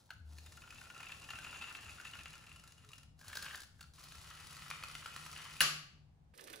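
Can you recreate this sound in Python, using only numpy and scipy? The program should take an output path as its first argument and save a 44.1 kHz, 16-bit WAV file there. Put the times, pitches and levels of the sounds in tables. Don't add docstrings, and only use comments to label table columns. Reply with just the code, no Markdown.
import sys
import numpy as np
from scipy import signal
from scipy.fft import rfft, irfft
from scipy.io import wavfile
from scipy.ndimage import uniform_filter1d

SR = 44100
rng = np.random.default_rng(int(sys.argv[2]) if len(sys.argv) > 2 else 0)


def volts(x):
    e = np.asarray(x, float) / 20
    return 10 ** e


def store_pcm(level_fs):
    pcm = np.round(np.clip(level_fs, -1, 1) * 32767).astype(np.int16)
    wavfile.write(sys.argv[1], SR, np.atleast_2d(pcm).T)


N = 291060
CUT_S = 6.338

# [f/Hz, level/dB]
RUMBLE_COLOUR = [(15, -71.5), (25, -27.5), (45, -8.5), (64, 8), (102, 1), (156, -4), (215, -11.5),
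                 (300, -20), (390, -52), (660, -120)]
AIR_COLOUR = [(150, -36), (200, 3.5), (450, -3), (800, -1), (1200, -10.5), (2000, -74)]
HISS_COLOUR = [(300, -8), (1000, -10.5), (3000, -17.5), (9000, -26), (16000, -36)]
# [t/s, level/dB]
DRONE_LEVEL = [(0, -79), (.65, -70.5), (3.8, -69.5), (4.6, -63), (6.04, -62.5), (6.3, -75), (6.35, -76.5),
               (6.6, -70)]
# [t/s, f/Hz, level/dB]
PHONE_THUMP = [
    (0.15, 119.9, -72),
    (0.256, 71.8, -49.5),
    (0.3, 75.6, -52.5),
    (0.528, 77, -60.5),
    (0.619, 71.9, -76),
]
# [t/s, level/dB, f/Hz, length/s]
CREAK = (2.88, -71, 425, .035)
# [f/Hz, t60/s]
ROOM_DECAY = [(250, 0.25), (660, 0.42), (1740, 0.51), (4590, 0.5), (12100, 0.36)]

# [t/s, level/dB, f/Hz, t60/s]
CRASH_BLOWS = [(5.6057, -18.5, 10300, 0.0087), (5.6056, -21, 4500, .008), (5.6067, -14, 2850, 0.023),
               (5.6103, -11.5, 1700, .008), (5.6135, -23.5, 9900, 0.01), (5.618, -23.5, 11000, .008),
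               (5.618, -26, 5400, .012), (5.6062, -23, 1400, .014)]
# [f/Hz, level/dB]
CRASH_COLOUR = [(100, -20.5), (200, -19), (980, -21.5), (1130, 0.5), (1400, -6.5), (1680, -5), (2200, -11),
                (2900, -4.5), (3500, -9.5), (4500, -8.5), (7900, -12), (8550, -30), (9200, -11),
                (12000, -13), (16000, -33.5)]
# [f/Hz, width/Hz, level/dB]
BOARD_MODES = [(1660, 65, -3.5), (2900, 250, -1), (4540, 400, -5)]
# [f/Hz, level/dB]
BUMPER_COLOUR = [(500, -30), (1150, 0), (16000, 0)]

# [f/Hz, width/Hz, level/dB]
SHELL_MODES = [
    [(1110, 80, -7), (1400, 80, -1), (1790, 60, -5), (2520, 110, -4), (2750, 120, 0), (3370, 70, -12),
     (4650, 350, -18), (6790, 320, -13)],
    [(1640, 160, 0), (2900, 900, -10), (4400, 300, -17)],
    [(1170, 140, -8), (1380, 260, 0), (2000, 200, -8), (2520, 160, -2), (2900, 200, -2), (4350, 210, -10)],
    [(450, 400, 6), (2550, 500, -6), (3370, 500, -6)],
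]
# [f/Hz, level/dB]
CLATTER_COLOUR = [(300, -34), (700, 1), (1250, 13), (3000, 6.5), (4500, -8), (8000, -33.5)]
FIZZ_COLOUR = [(2500, -9.5), (3800, 4), (7500, 1.5), (8500, 8), (11000, -0.5), (13500, -4), (15600, -6),
               (16000, -44)]
SHEEN_COLOUR = [(6000, -30), (10000, -6), (14000, 0), (16500, -3)]
SMALL_SHELL = [(250, -24), (500, -9.5), (800, 0.5), (16000, -1)]
# [clatter under the modes/dB, fizz tilt/(dB/octave), room/dB, knock t60/s,
# fizz at -60 dB effort/dB]
FEEL = [
    (-7, -2, -5, 0.042, -66),
    (-14.5, -1, -7, 0.02, -63),
    (-2.5, -2, -3.5, 0.012, -64),
    (6, 0, -6.5, 0.036, -68),
]
# [knock rattle/dB, knock ring/dB, ring t60/s, knock rise/s, panel clumps/dB,
# tick into shell/dB, pawl ring/dB]
TOUCH = [
    (-3.5, -0.5, 0.041, 0.0025, 8, -9, -11.5),
    (-5.5, 0.5, 0.027, 0.0015, 6.5, -16, -9),
    (-1, -3.5, 0.028, 0.00078, 6.5, -12.5, -8),
    (-0.5, -3, 0.032, 0.0012, 10, -17, -17),
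]
# [extra fizz/dB, extra sheen/dB, fade/s]
NEAR = [
    (7, 5, .6),
    (0, 4, 1.5),
    (2.5, 3, .6),
    (0, -20, 1.5),
]
PAWLS_HZ = [6700, 4400, 4600, 4400]

# [t/s, level/dB]
FIRST_RUN = [
    (0, -73),
    (.235, -92),
    (.31, -67),
    (.79, -61),
    (1.52, -52.5),
    (2.2, -56),
    (2.7, -65.5),
    (3.01, -68.5),
    (3.15, -110),
]
WINDING = [
    (3.15, -106),
    (3.19, -65),
    (3.29, -54),
    (3.4, -48.5),
    (3.57, -54),
    (3.64, -61),
    (3.7, -81),
    (3.87, -71),
    (3.94, -87),
]
SECOND_RUN = [
    (3.94, -65),
    (4.028, -57.5),
    (4.168, -58.5),
    (4.782, -54),
    (5.226, -52.5),
    (5.62, -53.5),
]
CLOSE_WINDING = [
    (6.33, -63.5),
    (6.4, -59.5),
    (6.6, -57),
]
# [t/s, peak level/dB,
# f/Hz]
FIRST_KNOCKS = [(.382, -51.5, 4300), (.4644, -54, 3640), (.5218, -56.5, 1760), (.5732, -48.5, 1400),
                (.6176, -47, 2570), (.6365, -49, 1410), (.6745, -51, 1430), (.755, -50, 2600),
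                (.7034, -46.5, 2534), (.7238, -48.5, 1386), (.7822, -48.5, 2680), (.8126, -46.5, 1480),
                (.8381, -56, 1380), (.8685, -52, 1370), (.8994, -43.5, 1445), (.945, -51, 2600),
                (.9628, -46, 1345), (1.0012, -40.5, 1395), (1.0281, -40.5, 2494), (1.0486, -47, 2800),
                (1.1005, -44, 2660), (1.3554, -44, 2700), (1.465, -43, 1386), (1.541, -46, 2650),
                (1.0665, -42.5, 2650), (1.092, -43.5, 2370), (1.1189, -38, 2690), (1.2426, -46, 2550),
                (1.288, -40.5, 1765), (1.3035, -36.5, 2756), (1.3329, -40.5, 1358), (1.3848, -43, 1540),
                (1.4452, -40, 2570), (1.4956, -47, 2650), (1.528, -46, 1420), (1.5569, -43, 2740),
                (1.611, -41, 2625), (1.6202, -38, 2650), (1.7, -47, 2690), (1.71, -44, 1390),
                   (1.8573, -48, 2710), (1.9133, -46.5, 2690), (1.982, -49, 1400), (2.207, -48, 2500),
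                   (1.64, -40.5, 2750), (1.682, -42.5, 2750), (1.7484, -37.5, 2650), (1.7866, -50, 1790),
                   (1.893, -45, 2540), (1.9984, -43, 1493), (2.0503, -39.5, 2665), (2.069, -42, 2660),
                   (2.1336, -42.5, 2900), (2.152, -44.5, 1430), (2.187, -45, 2620), (2.2558, -40, 2716),
                   (2.336, -45.5, 2880), (2.467, -49.5, 2730), (2.353, -58, 1420), (2.492, -52, 2760),
                   (2.5145, -46.5, 2740), (2.5605, -55, 2900), (2.5954, -58, 2880), (2.636, -58.5, 1360),
                   (2.6742, -59, 2860), (2.7196, -60, 2850), (2.779, -59, 2900), (2.8882, -54, 3840),
                   (2.905, -56.5, 1190), (2.9312, -47, 2825), (2.9805, -55, 5250), (3.0314, -59.5, 2920)]
HAND_KNOCKS = [(.091, -62, 915), (0.104, -39.5, 1500), (.1045, -47, 4330), (.111, -44.5, 1400),
               (.124, -57, 1300), (3.2132, -52, 1645), (3.245, -55, 1100), (3.283, -47, 1550),
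               (3.2996, -45, 1620), (3.313, -50, 1640), (3.354, -39, 1600), (3.385, -50, 1700),
               (3.4442, -43.5, 1610), (3.4796, -43.5, 1600), (3.537, -45, 1550), (3.5754, -49, 1650),
               (3.5942, -58, 1680), (3.6335, -52, 1720), (3.33, -39, 1730), (3.3716, -36.5, 1630),
               (3.4272, -45, 1660), (3.462, -38, 1576), (3.5095, -42, 1740), (3.5458, -36.5, 1760),
               (3.793, -55, 1590), (3.8079, -48, 2750), (3.8115, -48.5, 1385), (3.8274, -50, 4400),
               (3.8393, -53, 1360)]
SECOND_KNOCKS = [(3.982, -58.5, 1040), (4.121, -52, 1610), (4.1527, -58, 1290), (4.1823, -56, 2950),
                 (4.2452, -59, 2970), (4.274, -54, 2950), (4.3118, -49, 1280), (4.3254, -55, 1280),
                 (4.373, -60, 2980), (4.4095, -53, 1160), (4.471, -56, 1290), (4.5067, -54, 2950),
                 (4.549, -53, 2010), (4.567, -49, 1330), (4.593, -52, 2430), (4.6198, -49.5, 1340),
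                 (4.9131, -45.5, 2450), (5.3287, -47, 2540), (4.6626, -47, 1340), (4.7023, -42, 2490),
                 (4.7111, -34, 2420), (4.8259, -45, 2400), (4.8358, -34, 2530), (4.9513, -37, 2050),
                 (5.0589, -36, 1370), (5.1615, -39, 1400), (5.2622, -39.5, 1250), (5.362, -41.5, 2810),
                 (5.4025, -46.5, 1390), (5.452, -43, 1170), (5.511, -48, 2450), (5.565, -47.5, 2460)]
CLOSE_KNOCKS = [
    (6.3922, -48.5, 3410),
    (6.5337, -51, 1550),
    (6.5365, -45.5, 3490),
]
# [t/s, peak level/dB]
FIRST_TICKS = [(0.3833, -46), (0.4614, -48), (0.5217, -48), (0.57, -48), (0.6182, -52), (0.6487, -70),
               (0.676, -63), (0.705, -47.5), (0.7449, -49.5), (0.7773, -51), (0.8116, -47.5),
               (0.8382, -51), (0.8997, -56), (0.9457, -52), (0.9782, -47), (1.0043, -49), (1.0286, -49.5),
               (1.0558, -49), (1.085, -48), (1.1176, -43), (1.14, -54), (1.197, -50), (1.2179, -50),
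               (1.2405, -50), (1.2882, -56), (1.3025, -41.5), (1.3316, -57), (1.3552, -50), (1.387, -43),
               (1.4436, -49), (1.5102, -47), (1.538, -57), (1.5707, -48),
               (1.5906, -51), (1.6193, -48), (1.6964, -49), (1.7245, -46), (1.767, -47.5), (1.8079, -51),
                  (1.844, -48), (1.8925, -48), (1.9061, -49), (1.9455, -51), (1.966, -58), (1.9974, -52),
                  (2.0128, -48), (2.0478, -48), (2.0762, -51), (2.1112, -47.5), (2.1517, -50),
                  (2.1685, -50), (2.189, -54), (2.2099, -54), (2.2334, -47.5), (2.256, -52), (2.28, -50),
                  (2.305, -49), (2.3307, -47.5), (2.3534, -48.5), (2.3787, -51), (2.4095, -57),
                  (2.439, -56), (2.4644, -54), (2.4926, -55), (2.5267, -54), (2.5595, -50), (2.5953, -51.5),
                  (2.637, -49.5), (2.6754, -47.5), (2.7205, -51), (2.7797, -60), (2.846, -54.5),
                  (2.8889, -52), (2.9165, -49.5), (2.9325, -47), (2.9557, -53), (2.9805, -48.5),
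                  (3.0308, -53.5)]
HAND_TICKS = [(0.1045, -49), (0.1344, -58), (3.191, -55), (3.212, -50.5), (3.244, -62), (3.281, -38.5),
              (3.3288, -44), (3.3535, -36), (3.3698, -32.5), (3.4241, -34.5), (3.4438, -40.5),
              (3.5429, -47), (3.5548, -38), (3.5755, -45), (3.6033, -41), (3.6177, -42), (3.633, -46),
              (3.8079, -43), (3.8268, -51), (3.936, -53.5)]
SECOND_TICKS = [(3.9933, -49), (4.0382, -44), (4.0856, -48), (4.1205, -48), (4.1529, -48), (4.1828, -49),
                (4.2123, -50), (4.2437, -53), (4.2736, -50), (4.3016, -45), (4.351, -50), (4.3714, -51),
                (4.4009, -46.5), (4.4263, -59), (4.4487, -54), (4.4692, -43.5), (4.5081, -44),
                (4.5271, -44), (4.548, -48), (4.5665, -44), (4.5924, -49), (4.6209, -47), (4.6812, -44),
                (4.7012, -34.5), (4.8354, -39.5), (4.8833, -45), (4.9127, -45), (4.9506, -41.5),
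                (5.0594, -41.5), (5.1472, -49), (5.1616, -39), (5.2504, -46.5), (5.2634, -43.5),
                (5.3148, -43.5), (5.3282, -42), (5.3527, -46), (5.3736, -43), (5.4175, -48), (5.442, -44.5),
                (5.5083, -46), (5.5363, -46.5), (5.5662, -47.5)]
CLOSE_TICKS = [(6.3764, -46.5), (6.4083, -44.5), (6.44, -45), (6.4732, -45), (6.4996, -43), (6.529, -42.5),
               (6.558, -44.5)]

# [f/Hz, phase/rad]
PORT_LEAD = [
    [(0, 0), (1380, -.2), (3700, 1.2), (6630, -.2), (7700, -.8), (8200, -2.9), (8800, -3.35), (9250, -4.4),
     (10400, -6.2), (11600, -6.3), (12700, -9.0), (14200, -9.7), (15200, -12.4), (16700, -12.6)],
    [(0, 0), (260, 0.1), (860, -2.9), (1120, -2.7), (2070, -6.1), (3960, -7.2), (4910, -7.8), (5600, -7.3),
     (7670, -8.6), (8350, -8.5), (9820, -7.4), (10500, -7.1), (11800, -6.3), (16700, -6.3)],
]
# [f/Hz, level/dB]
PORT_TILT = [
    [(60, 3.5), (200, 1), (2000, 1.5), (5000, 3), (7500, 3.5), (8200, 0)],
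    [(200, -3), (700, -7), (5500, -10), (7500, -2), (9000, 0)],
]
# [f/Hz, shared part 0..1]
PORT_MERGE = [(230, .93), (450, .45), (800, .1), (1500, .25), (3000, 0), (7600, 0), (8200, .95),
              (9100, .95), (9800, .7), (12300, .8), (13000, .975)]


def evened(x):
    return x / np.sqrt(np.mean(x ** 2) + 1e-20)


def read(points, hz):
    f, value = np.transpose(points)
    return np.interp(np.log(hz + 1), np.log(f + 1), value)


def fader(points):
    s, db = np.transpose(points)
    return volts(np.interp(np.arange(N) / SR, s, db, -140, -140))


def colour(x, points, tilt_db=0):
    hz = abs(np.fft.fftfreq(4096, 1 / SR))
    gain = np.log(volts(read(points, hz) + tilt_db * np.log2(hz / 6000 + 1e-2)))
    taps = np.fft.ifft(np.exp(gain - 1j * signal.hilbert(gain).imag)).real[:2048]
    return signal.oaconvolve(x, taps / np.linalg.norm(taps))[:len(x)]


def resonate(x, hz, width):
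    r = np.exp(-np.pi * width / SR)
    angle = 2 * np.pi * hz / SR
    return signal.lfilter([1 - r * r], [1, -2 * r * np.cos(angle), r * r], x) * np.sin(angle)


def hum_band(x, hz, width):
    return evened(resonate(resonate(x, hz, width), hz, width))


def add(mix, s, sound):
    part = mix[round(s * SR):][:len(sound)]
    part += sound[:len(part)]


def clumps(depth_db, length_s):
    span = round(length_s * SR / 32)
    slow = uniform_filter1d(rng.standard_normal(N // 32 + 1), span)
    slow = evened(uniform_filter1d(slow, span))
    return np.repeat(volts(depth_db * np.tanh(slow)), 32)[:N]


def burst(db, t60, rise):
    t = np.arange(1300) / SR
    shape = volts(-60 * t / t60) * np.minimum(t / rise, 1)
    noise = shape * rng.standard_normal(len(t))
    return volts(db) * noise * np.linalg.norm(shape) / np.linalg.norm(noise)


def ring(db, hz, t60, rough=0.7, rise=.00012):
    t = np.arange(1300) / SR
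    flutter = evened(uniform_filter1d(rng.standard_normal(len(t)), size=14))
    tone = np.sin(2 * np.pi * hz * t) * (1 + rough * flutter)
    return volts(db - 60 * t / t60) * tone * np.minimum(t / rise, 1)


def air():
    noise = rng.standard_normal((3, 2, N))
    t = np.arange(N) / SR
    after_cut = t > CUT_S
    crash_s = CRASH_BLOWS[0][0]
    thud = (t > crash_s) * volts(-60 * abs(t - crash_s) / 0.51)

    rumble = volts(-61 - 12 * np.maximum(1 - t / 0.21, 0) - 25 * after_cut) * clumps(2.5, .05)
    boom = [evened(evened(colour(v, RUMBLE_COLOUR)) + 0.64 * hum_band(v, 66, 22)) for v in noise[0]]

    drone = fader(DRONE_LEVEL) * clumps(1.2, 0.049) + volts(-51) * thud
    hum = [hum_band(v, 152, 18) for v in noise[1]]

    rolling = fader(FIRST_RUN) * volts(5.0 - 4.16 * t)
    rolling = rolling + volts(-9.5) * (fader(WINDING) + fader(SECOND_RUN))
    low = volts(-79.5) + volts(-12.5) * rolling + volts(-49.5) * thud
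    wash = [evened(colour(v, AIR_COLOUR)) for v in noise[2]]

    rub = volts(-59.5) * np.clip((t - CUT_S) / 0.19 + 0.24, 0, 1) * after_cut
    skin = [hum_band(v, 495, 360) for v in noise[2]]

    s, db, hz, length = CREAK
    creak = volts(db) * np.sin(2 * np.pi * hz * t) * np.exp(-((t - s) / length) ** 2)

    s, hz, db = np.transpose(PHONE_THUMP)
    phase = 2 * np.pi * np.cumsum(np.interp(t, s, hz)) / SR
    thump = np.sqrt(2) * volts(np.interp(t, s, db, -140, -140)) * np.sin(phase)
    return rumble * boom + drone * hum + low * wash + rub * skin + creak + thump


def room(x):
    slots = np.arange(300, SR - 20, 12)
    at = slots + rng.integers(0, 12, (2, len(slots)))
    taps = np.zeros((2, SR))
    np.put_along_axis(taps, at, rng.choice([-1., 1.], at.shape), 1)
    hz, t, z = signal.stft(taps, SR, nperseg=256)
    decay = volts(-60 * t / read(ROOM_DECAY, hz)[:, None])
    tail = signal.istft(z * decay, SR, nperseg=256)[1]
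    return signal.fftconvolve(x[None], tail / np.linalg.norm(tail[0]), axes=1)[:, :N]


def crash():
    direct, feed = np.zeros((2, N))
    start = CRASH_BLOWS[0][0]
    for s, db, hz, t60 in CRASH_BLOWS:
        add(direct, s, ring(db, hz, t60, rough=.3))
    add(direct, start, burst(-25.5, 0.038, .0008))
    add(feed, start, volts([2.5]))
    board = sum(volts(db) * resonate(feed, hz, width) for hz, width, db in BOARD_MODES)
    board = volts(-5.5) * board / np.linalg.norm(board)
    return colour(direct, BUMPER_COLOUR), colour(feed, CRASH_COLOUR) + board


def chatter(per_s, spread_db):
    size = volts(spread_db * np.minimum(rng.exponential(1, N), 3)) * rng.choice([-1, 1], N)
    return size * (rng.random(N) < per_s / SR)


def body(teeth, level, blows, modes, clatter_db, clump_db):
    click = signal.unit_impulse(2048)
    panels = [volts(db) * resonate(click, hz, 0.8 * width) for hz, width, db in modes]
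    panels.append(volts(clatter_db - 13.5) * colour(click, CLATTER_COLOUR))
    # extra dB a dB, by octaves over 1400 Hz
    brighten = [0.67 * np.clip(np.log2(hz / 1400), 0, 1) for hz, *_ in modes]
    wakes = [(level / volts(-60)) ** more for more in brighten] + [1]
    shared = teeth * clumps(2.6, .01)
    shell = np.zeros(N)
    for wake, panel in zip(wakes, panels):
        drive = level * wake * evened(shared * clumps(clump_db, .018)) + blows
        shell += signal.oaconvolve(drive, panel)[:N]
    return shell / np.linalg.norm(sum(panels))


def truck(run, knocks, ticks, modes, feel, touch, near, pawl_hz):
    clatter_db, tilt_db, room_db, knock_s, fizz_db = feel
    rattle_db, ring_db, ring_s, rise_s, clump_db, shell_db, pawl_db = touch
    near_db, sheen_db, fade_s = near

    gears = fader(run)
    close = np.exp(-np.maximum(np.arange(N) / SR - run[1][0], 0) / fade_s)
    fizz = volts(fizz_db) * (gears / volts(-60)) ** 0.82 * volts(near_db * close)

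    blows, rings, snaps = np.zeros((3, N))
    length_db = 20 * np.log10(.024 / knock_s) / 2
    for s, db, hz in knocks:
        add(blows, s, burst(db + rattle_db + length_db, knock_s, rise_s))
        add(rings, s, ring(db + ring_db, hz, ring_s, 0.57, rise_s))
    for s, db in ticks:
        add(snaps, s, burst(db - 5.5, 0.037, 0.00079))
        pitch = pawl_hz * (1 + .06 * rng.standard_normal())
        add(rings, s, ring(db + pawl_db, pitch, t60=.011))

    hits = blows + volts(shell_db) * snaps
    low = body(chatter(1200, 3.5), volts(-5.5) * gears, hits, modes, clatter_db, clump_db)
    teeth = evened(chatter(3000, 4.2) * clumps(2.5, 0.011))
    high = colour(fizz * volts(-2.0) * teeth + snaps, FIZZ_COLOUR, tilt_db)
    high = high + volts(sheen_db - 12) * close * colour(high, SHEEN_COLOUR)
    direct = colour(low + rings, SMALL_SHELL) + high
    return direct, volts(room_db) * direct


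def ports(pair, lead, tilt):
    hz, (left, right) = np.fft.rfftfreq(N, 1 / SR), rfft(pair)
    same = np.clip(read(PORT_MERGE, hz), 0, 1)
    mid = (left + right) / 2
    side = (left - right) / 2 * np.sqrt(1 - same)
    turn = np.exp(.5j * np.interp(hz, *np.transpose(lead))) * volts(read(tilt, hz) / 2)
    return irfft([(mid + side) * turn, (mid - side) / turn], N)


def scene():
    runs = FIRST_RUN, WINDING, SECOND_RUN, CLOSE_WINDING
    knocks = FIRST_KNOCKS, HAND_KNOCKS, SECOND_KNOCKS, CLOSE_KNOCKS
    ticks = FIRST_TICKS, HAND_TICKS, SECOND_TICKS, CLOSE_TICKS
    settings = zip(runs, knocks, ticks, SHELL_MODES, FEEL, TOUCH, NEAR, PAWLS_HZ)
    parts = [truck(*one) for one in settings]
    still = air()
    direct, feed = np.sum(parts[:3] + [crash()], 0)
    first = ports(direct + room(feed) + still, PORT_LEAD[0], PORT_TILT[0])
    direct, feed = parts[3]
    second = ports(direct + room(feed) + still, PORT_LEAD[1], PORT_TILT[1])
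    return np.where(np.arange(N) < CUT_S * SR, first, second)


def low_pass(x):
    return signal.sosfilt(signal.butter(12, 17130, fs=SR, output="sos"), x)


def record(dry):
    hiss = volts(-81.5) * np.array([colour(v, HISS_COLOUR) for v in rng.standard_normal(dry.shape)])
    edge = signal.firwin(255, 16600, window=("kaiser", 8), fs=SR)
    mix = signal.oaconvolve(dry + hiss, edge[None], "same")
    return low_pass(mix)


dry = scene()
out = record(dry)
store_pcm(out)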